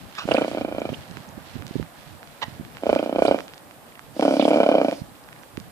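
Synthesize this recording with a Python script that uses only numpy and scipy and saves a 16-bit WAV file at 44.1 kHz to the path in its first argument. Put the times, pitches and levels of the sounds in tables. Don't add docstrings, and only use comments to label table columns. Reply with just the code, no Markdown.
import sys
import numpy as np
from scipy import signal
from scipy.io import wavfile
from scipy.ndimage import uniform_filter1d

SR = 44100
rng = np.random.default_rng(int(sys.argv[2]) if len(sys.argv) > 2 else 0)


def materialize(psi):
    bounded = np.clip(np.atleast_2d(psi).T, -1, 1)
    quanta = np.round(bounded * 32767).astype(np.int16)
    wavfile.write(sys.argv[1], SR, quanta)


N = 251811
TIME_S = np.arange(N) / SR


def amp(db):
    return 10 ** (np.asarray(db) / 20)


def rms_one(x):
    return x / np.sqrt(np.mean(x ** 2) + 1e-20)


def filtered(x, order, hz, kind="low"):
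    return signal.sosfilt(signal.butter(order, hz, kind, fs=SR, output="sos"), x)


def in_time(rows):
    times, *columns = np.transpose(rows)
    return [np.interp(TIME_S, times, column) for column in columns]


def at_hz(points, hz):
    frequencies, values = np.transpose(points)
    return np.interp(np.log(hz), np.log(frequencies), values)


def drift(rate_hz):
    step = 40
    r = np.exp(-2 * np.pi * step * rate_hz / SR)
    slow = signal.lfilter([1], [1, -2 * r, r * r], rng.standard_normal(N // step + 2002))[2000:]
    return np.interp(np.arange(N) / step, np.arange(len(slow)), rms_one(slow))


def ring(x, hz, width_hz):
    r, w = np.exp(-np.pi * width_hz / SR), 2 * np.pi * hz / SR
    return signal.lfilter([0, np.sin(w)], [1, -2 * r * np.cos(w), r * r], x + 1e-18)


def ring_twice(x, hz, width_hz):
    return ring(ring(x, hz, width_hz), hz, width_hz)


def decay(clicks, time_s):
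    return signal.lfilter([1], [1, -np.exp(-1 / (time_s * SR))], clicks)


def swell(middle_s, length_s):
    near = slice(round((middle_s - .1) * SR), round((middle_s + .15) * SR))
    return near, np.exp(-((TIME_S[near] - middle_s) / (.7 * length_s)) ** 2)


def panned(x, pan_db, lag_s=0.00015):
    samples = np.arange(len(x))
    late = np.interp(samples - lag_s * SR, samples, x)
    return np.array([x * amp(pan_db / 2), late * amp(-pan_db / 2)])


def banded_noise(spectrum, likeness, patchy_db, flicker_hz):
    out, together = 0, drift(flicker_hz)
    edges = 20 * 2 ** np.arange(0, 10, .5)
    white = rng.standard_normal((2, 2, N))
    for k, (low, high) in enumerate(zip(edges, edges[1:])):
        mid, side = filtered(white[k % 2], 2, [low, high], "band")
        hz = np.sqrt(low * high)
        alike = np.clip(at_hz(likeness, hz), -1, 1)
        gain = amp(at_hz(spectrum, hz) + patchy_db * (.5 * together + drift(flicker_hz)))
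        out = out + gain * (np.sqrt(1 + alike) * mid + np.sqrt(1 - alike) * side * [[1], [-1]])
    top = filtered(white[1], 2, edges[-1], "high")
    return rms_one(out + np.sqrt(2) * amp(at_hz(spectrum, edges[-1])) * top)


FIELD_SPECTRUM = [(59, -44), (100, -53), (211, -3), (366, 11), (400, -16.5), (504, 3), (844, 3),
                  (991, -0.5), (1490, -3.5), (1910, -3), (2450, -18), (7000, -28), (9100, -62),
                  (15400, -120)]
FIELD_WIDTH = [(60, 0.3), (130, 0.72), (290, 0.76), (640, 0.63), (1410, -0.032), (3100, 0.62),
               (6820, -0.97), (15000, 1)]
FIELD_LEVEL = [(0.0, -48), (0.9, -45.5), (2.3, -49), (2.9, -47), (3.9, -50), (4.9, -48), (5.71, -50.5)]


def far_field():
    level_db, = in_time(FIELD_LEVEL)
    noise = banded_noise(FIELD_SPECTRUM, FIELD_WIDTH, patchy_db=.8, flicker_hz=5)
    return amp(level_db) * noise * amp([[-1.5], [1.5]])


WIND_SPECTRUM = [(20, -25), (40, -6), (70, -3.5), (130, 1.5), (250, -5), (450, -33), (900, -54),
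                 (2000, -100)]
PORT_GUSTS = [(0.021, 0.11, -33.5, 0), (0.34, 0.17, -34, 1), (0.75, 0.47, -38, 1), (0.934, 0.12, -39, 0),
              (1.147, 0.11, -37, 1), (1.356, 0.2, -42.5, 1), (1.614, .15, -33.5, 1), (1.8, 0.079, -26.5, 1),
              (2.11, 0.11, -37.5, 1), (2.29, 0.13, -52, 0), (2.546, 0.21, -39.5, 1),
              (2.647, 0.28, -43.5, 0), (2.94, 0.15, -35, 1), (3.244, 0.2, -37, 1), (3.404, .2, -53, 0),
              (4.11, 0.12, -44, 1), (5.03, 0.23, -49, 1), (5.054, 0.17, -51, 0), (5.35, 0.23, -54, 0),
              (5.618, 0.15, -43, 1), (5.666, .1, -46, 0)]
EDDIES = [(0.253, -20, 200), (0.899, -22.5, 170), (0.92, -21.5, 208), (0.928, -19.5, 255),
          (1.111, -30, 169), (1.171, -29, 245), (1.377, -26, 206), (1.554, -23, 152), (1.563, -23, 195),
          (1.597, -29, 249), (1.709, -23.5, 205), (1.755, -15, 262), (1.762, -14.5, 201),
          (1.797, -15.5, 280), (1.823, -26, 172), (2.481, -26.5, 163), (2.596, -23.5, 185),
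          (2.609, -25, 192), (5.016, -22, 142), (5.577, -20, 237)]


def wind(calm_db=-54.5, eddy_left_db=-38):
    lumps = banded_noise(WIND_SPECTRUM, [(20, 0), (40, 0.071)], patchy_db=3.5, flicker_hz=24)
    force = np.full((2, N), amp(calm_db))
    for middle_s, length_s, db, port in PORT_GUSTS:
        force[round(port)] += amp(db) * np.exp(-(2 * (TIME_S - middle_s) / length_s) ** 2)
    out = force * rms_one(filtered(lumps, 3, [32, 480], "band"))
    for start_s, db, hz in EDDIES:
        cycles = np.arange(-2, 2, hz / SR)
        swing = -np.sin(2 * np.pi * cycles) * np.exp(-(cycles / 0.36) ** 2)
        at = round(start_s * SR + SR / hz / 2) - len(swing) // 2
        out[:, at:at + len(swing)] += 2 * amp(db) * swing * [[amp(eddy_left_db)], [1]]
    return out


def scatter(x, t60_s=0.34, level_db=-20.5):
    t = TIME_S[:round(.4 * SR)]
    tail = rng.standard_normal((2, len(t))) * amp(-60 * t / t60_s) * (t > .006)
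    tail = filtered(tail, 1, 2500)
    tail /= np.sqrt(np.sum(tail ** 2, axis=1, keepdims=True))
    return amp(level_db) * signal.fftconvolve(x, tail, axes=1)[:, :N]


GRASS_LEVEL = [(0.0, -54.5), (0.2, -47), (0.9, -55.5), (1.17, -52.5), (1.35, -57), (1.52, -50.5),
               (1.85, -58.5), (2.45, -55.5), (3.6, -62), (5.71, -60.5)]


def rustle(grains_per_s=2500):
    grains = rng.standard_normal((2, N)) * (rng.random((2, N)) < grains_per_s / SR)
    band = rms_one(filtered(grains, 2, (1380, 4450), "band"))
    level_db, = in_time(GRASS_LEVEL)
    return amp(level_db + 2.6 * drift(4.7)) * band * amp([[-3], [3]])


def ticks(rows, damping):
    length = 400
    out = np.zeros((2, N + length))
    click = filtered(signal.unit_impulse(length), 2, 900, "high")
    for start_s, db, hz, pan_db in rows:
        at = round(start_s * SR)
        out[:, at:at + length] += panned(amp(db) * ring(click, hz, damping * hz), pan_db)
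    return out[:, :N]


def faint_ticks(per_s=25, base_db=-45):
    when, strength, pitch, side = rng.random((round(per_s * N / SR), 4)).T
    level_db = base_db - 5 * np.log(strength + .05)
    return ticks(zip(when * N / SR, level_db, 1500 * 4.5 ** pitch, 3 - 12 * side), damping=0.15)


GRASS_TICKS = [(0.1258, -27.5, 2470), (0.1521, -20, 3100), (1.086, -32, 4600), (1.1117, -23, 4000),
               (1.1707, -14.5, 1660), (1.6228, -18.5, 1780), (1.6672, -18, 4030), (1.68, -23, 4800),
               (1.8278, -17.5, 1420), (2.2302, -20, 1630), (2.2743, -27, 2840), (2.6503, -22.5, 2200),
               (2.77, -17.5, 1810), (2.9511, -11, 2360), (3.3884, -11.5, 1430), (3.4056, -14, 1660),
               (3.481, -21.5, 3100), (3.5365, -21, 2570), (3.5795, -23, 4080), (3.7106, -24.5, 1880),
               (3.9936, -18.5, 1400), (4.2104, -11, 2630), (4.9123, -13.5, 2320), (5.2882, -24, 1570),
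               (5.329, -22.5, 2060), (5.4343, -24.5, 1700), (5.5726, -15.5, 2260), (5.6007, -22, 4950)]


def grass_ticks(pan_db=-11.5):
    return ticks([(*row, pan_db) for row in GRASS_TICKS], damping=1.0)


TURF_CRUNCHES = [(0.18, -36, 1710, 0.032, -19), (0.189, -19, 1224, 0.012, -3),
                 (0.218, -25.5, 1390, 0.027, -6.5), (2.418, -28, 955, 0.0037, -20),
                 (2.429, -15, 953, 0.0098, -9), (2.44, -21.5, 1010, 0.0026, -4)]
POCKET_MODES = [(1, 228, 9.5), (2.02, 276, 3.5), (3.0, 352, -1.5), (3.85, 433, -4)]


def crunches(grains_per_s=5000):
    out = np.zeros((2, N))
    grains = rng.standard_normal(N) * (rng.random(N) < grains_per_s / SR)
    grains = np.diff(grains, prepend=0)
    for middle_s, db, hz, length_s, pan_db in TURF_CRUNCHES:
        near, bell = swell(middle_s, length_s)
        rung = sum(amp(mode_db) * ring(grains[near] * bell, ratio * hz, width)
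                   for ratio, width, mode_db in POCKET_MODES)
        rung = filtered(rung, 2, 3200)
        out[:, near] += panned(amp(db) * rung / np.abs(rung).max(), pan_db)
    return out


MUCUS_SQUEAKS = [(0.317, -23, 2800, 0.0062), (0.339, -32, 4700, 0.0032), (0.365, -29, 2540, 0.0036),
                 (0.37, -23, 2540, 0.0012), (0.441, -34, 2070, .003), (0.942, -37.5, 3040, 0.0089),
                 (2.99, -32.5, 2750, 0.0039), (3.265, -31.5, 3680, 0.0037), (3.278, -34, 4500, .008),
                 (4.399, -32, 3800, .006), (4.414, -28, 3270, 0.012), (4.448, -32, 3370, 0.014)]


def squeaks():
    out, noise = np.zeros(N), rng.standard_normal(N)
    for middle_s, db, hz, length_s in MUCUS_SQUEAKS:
        near, bell = swell(middle_s, length_s)
        rung = ring_twice(noise[near] * bell, hz, 0.3 * hz)
        out[near] += amp(db) * rung / np.abs(rung).max()
    return panned(out, pan_db=-25.5)


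def flaps(nostril, level_db, jitter_s, uneven_db=1.0, lead_s=.0018):
    clicks = np.zeros(N)
    for rows in nostril:
        rate, = in_time(rows)
        start, end = round(rows[0][0] * SR), round(rows[-1][0] * SR)
        turns = np.floor(np.cumsum(rate[start:end]) / SR)
        at = start + np.flatnonzero(np.diff(turns, prepend=-1))
        timing, strength = rng.standard_normal((40, 2))[:len(at)].T
        shift = np.round((jitter_s * timing - lead_s) * SR).astype(int)
        clicks[at + shift] = amp(level_db[at] + uneven_db * strength)
    return clicks


FIRST_FLUTTER = [
    [(0.279, 29.3), (0.373, 29.9), (0.466, 29.4), (0.56, 29.7), (0.654, 30.7), (0.748, 29.2), (0.841, 27.7),
     (0.935, 25.8)],
    [(2.836, 31.3), (2.915, 32.3), (2.994, 29.7), (3.073, 30.1), (3.151, 30.9), (3.23, 33.7), (3.309, 32.5),
     (3.388, 24.5)],
    [(4.167, 33.2), (4.243, 36.2), (4.319, 33.9), (4.395, 34.9), (4.471, 37.0), (4.547, 38.4),
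     (4.623, 38.3), (4.699, 38.5), (4.775, 33.7), (4.851, 34.9), (4.927, 30.2)],
]
SECOND_FLUTTER = [
    [(0.289, 34.8), (0.39, 28.2), (0.49, 25.5), (0.591, 25.8), (0.692, 26.9), (0.792, 24.7), (0.893, 23.1)],
    [(2.825, 30.1), (2.921, 27.6), (3.018, 27.3), (3.114, 26.4), (3.21, 29.3), (3.307, 29.2), (3.403, 24.4)],
    [(4.228, 31.9), (4.316, 30.3), (4.404, 30.1), (4.492, 34.5), (4.58, 33.4), (4.668, 34.0), (4.756, 32.5),
     (4.844, 30.1), (4.932, 20.9)],
]
FLAP_STRENGTH = [
    [(0.279, -16, -5), (0.318, -0.5, 0.5), (0.352, -0.5, -1), (0.385, -5.5, -0.5), (0.425, -6.5, -5.5),
     (0.498, -11, -31), (0.571, -12, -10), (0.643, -12, -14), (0.716, -19, -13), (0.789, -10, -24),
     (0.862, -9.5, -21), (0.935, -21.5, -61)],
    [(2.825, -9.5, -23), (2.897, 1, 2), (2.93, -2.5, 1.5), (2.97, -3, -7.5), (3.042, -9, -14.5),
     (3.114, -10.5, -21), (3.186, -1, -5), (3.222, 2.5, -2), (3.258, -3, -1), (3.331, 3, -8.5),
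     (3.403, -23, -22)],
    [(4.167, -24, -7), (4.197, -5, -14), (4.226, -4, -2), (4.26, -1, -12), (4.32, -5, -7.5),
     (4.396, -2, -24), (4.473, -1, -6), (4.55, -1, -1), (4.626, -7.5, 2), (4.703, 1.5, -3.5),
     (4.779, -7, 0), (4.856, -18.5, -0.5), (4.932, -13.5, -11)],
]


def flutter(lock_s=.0022):
    first_db, second_db = in_time(np.vstack(FLAP_STRENGTH))
    clicks = flaps(FIRST_FLUTTER, first_db, jitter_s=0.00034)
    second = flaps(SECOND_FLUTTER, second_db, jitter_s=0.00028)
    leads = np.flatnonzero(clicks)
    for at in np.flatnonzero(second):
        nearest = leads[np.argmin(np.abs(leads - at))]
        landing = nearest if abs(nearest - at) < lock_s * SR else at
        clicks[landing] = np.hypot(clicks[landing], second[at])
    return clicks


# start_s, end_s, air_db, upper_rings_db, pan_db, rebound_db, rasp_db,
# chest_hz, chest_width_hz, nasal_widening_hz
BREATHS = [(0.214, 0.98, -54.5, -8.5, -3, -21, -21, 318, 160, 39),
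           (2.8, 3.453, -61.5, -12, -4, -25, -7.5, 308, 161, 30),
           (4.14, 5.015, -50, -11, -2, -12.5, -2, 296, 92, 0)]


def breath(upper_db_per_db=-0.16):
    effort_db = 20 * np.log10(amp(in_time(np.vstack(FLAP_STRENGTH))).sum(axis=0))
    blowing, levels_db = np.zeros(N), np.zeros((5, N))
    for start_s, end_s, air_db, upper_db, pan_db, rebound_db, rasp_db, *_ in BREATHS:
        now = (TIME_S > start_s) & (TIME_S < end_s)
        around = (TIME_S > start_s - .1) & (TIME_S < end_s + .1)
        levels_db[0, around] = air_db + effort_db[around]
        levels_db[1, around] = upper_db + upper_db_per_db * (effort_db[around] - effort_db[now].mean())
        levels_db[2:, around] = [[pan_db], [rebound_db], [rasp_db]]
        blowing[now] = 1
    return (uniform_filter1d(blowing, size=2000), *levels_db)


JET_SPECTRUM = [(1000, -32), (2000, -7), (3200, -5), (3900, -16.5), (4600, -3), (5400, -7.5), (6300, -13.5),
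                (10000, -9.5), (15000, -73)]
JET_WIDTH = [(1000, 0.29), (3000, 1), (7000, -0.15), (15000, 0.13)]


def jet(rasp_db):
    hiss = banded_noise(JET_SPECTRUM, JET_WIDTH, patchy_db=2.5, flicker_hz=14.4) * amp([[-3], [3]])
    rasp = rms_one(ring_twice(rng.standard_normal(N), hz=5040, width_hz=1800))
    return hiss + amp(rasp_db) * panned(rasp, pan_db=-9.5)


UPPER_MODES = [(1360, 197, 3, -1), (1471, 62, -12.5, 2), (2370, 110, -0.5, -3.5), (3110, 200, 1, -0.5),
               (4320, 700, -8, -8.5), (4900, 1500, -16, -13)]


def upper_rings(drive, clicks, upper_db, pan_db):
    rush = 0.55 * drive + 0.035 * decay(clicks, time_s=0.011) * rng.standard_normal(N)
    out = np.zeros((2, N))
    for hz, width, db, extra_pan_db in UPPER_MODES:
        rung = ring_twice(rush, hz, 1.79 * width) * 2 * np.pi * width / SR
        out += panned(amp(upper_db + db) * rung, pan_db + extra_pan_db)
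    return out


NASAL_MODES = [(577.6, 107, -7), (555, 77, -15), (657.3, 29, -19)]


def airway(x, chest_db, spread_db=1.2):
    out = np.zeros(N)
    shares = [amp(spread_db * drift(25)) for _ in NASAL_MODES]
    for start_s, end_s, *_, chest_hz, chest_width, widening in BREATHS:
        snort = x * ((TIME_S > start_s) & (TIME_S < end_s))
        out += amp(chest_db) * ring(snort, chest_hz, chest_width)
        for (hz, width, db), share in zip(NASAL_MODES, shares):
            out += amp(db) * ring(snort * share, hz, width + widening)
    return filtered(out, 6, 215, "high")


BREATH_COLOUR = [
    [(0.24, -57.5, 0), (0.32, -44.5, -17), (0.45, -47.5, -5), (0.68, -74, -3.5), (0.916, -62, -9),
     (0.99, -48, -6)],
    [(2.8, -71, 1), (2.882, -48.5, -16), (3.004, -53.5, -6.5), (3.142, -63, -3.5), (3.228, -48, -18.5),
     (3.36, -53, -5.5), (3.44, -53.5, -18)],
    [(4.15, -57, -1), (4.228, -47, -5), (4.45, -46, -5), (4.6, -51.5, -12.5), (4.72, -53, -13),
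     (4.79, -55.5, -8.5), (4.9, -52.5, -5), (5.0, -53, -12)],
]


def snorts(rebound_s=.0066):
    blowing, air_db, upper_db, pan_db, rebound_db, rasp_db = breath()
    jet_db, chest_db = in_time(np.vstack(BREATH_COLOUR))
    clicks = flutter()
    puff = decay(clicks, time_s=0.0061)
    puff /= uniform_filter1d(puff, size=4000) + 0.0004
    drive = clicks + blowing * amp(air_db) * (.5 + 1.62 * puff) * rng.standard_normal(N)
    rebound = np.roll(clicks, round(rebound_s * SR)) * amp(rebound_db + 1.4 * rng.standard_normal(N))
    fleshy = filtered(drive + rebound, 4, 1020)
    body = panned(airway(fleshy, chest_db), pan_db)
    upper = upper_rings(drive, clicks, upper_db, pan_db)
    flare = blowing * amp(jet_db) * (1.025 + 0.27 * puff)
    return body + upper + flare * jet(rasp_db)


def scene():
    field = far_field()
    horse = snorts() + squeaks() + crunches()
    turf = grass_ticks() + rustle() + faint_ticks()
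    return horse + scatter(horse) + turf + wind() + field


MIC_HISS = [(1500, -13), (3000, 5), (6000, -1), (9000, 5), (14500, 2)]


def record(dry, hiss_db=-54, bass_cut_hz=43, top_cut_hz=14800):
    hiss = banded_noise(MIC_HISS, [(1000, 0), (2000, 0)], patchy_db=0, flicker_hz=1)
    heard = dry + amp(hiss_db) * hiss * amp([[-1.5], [1.5]])
    heard = filtered(heard, 1, bass_cut_hz, "high")
    rounded = heard / (1 + np.abs(heard / .97) ** 6) ** (1 / 6)
    return signal.sosfilt(signal.ellip(10, .5, 60, top_cut_hz, fs=SR, output="sos"), rounded)


dry = scene()
out = record(dry)
materialize(out)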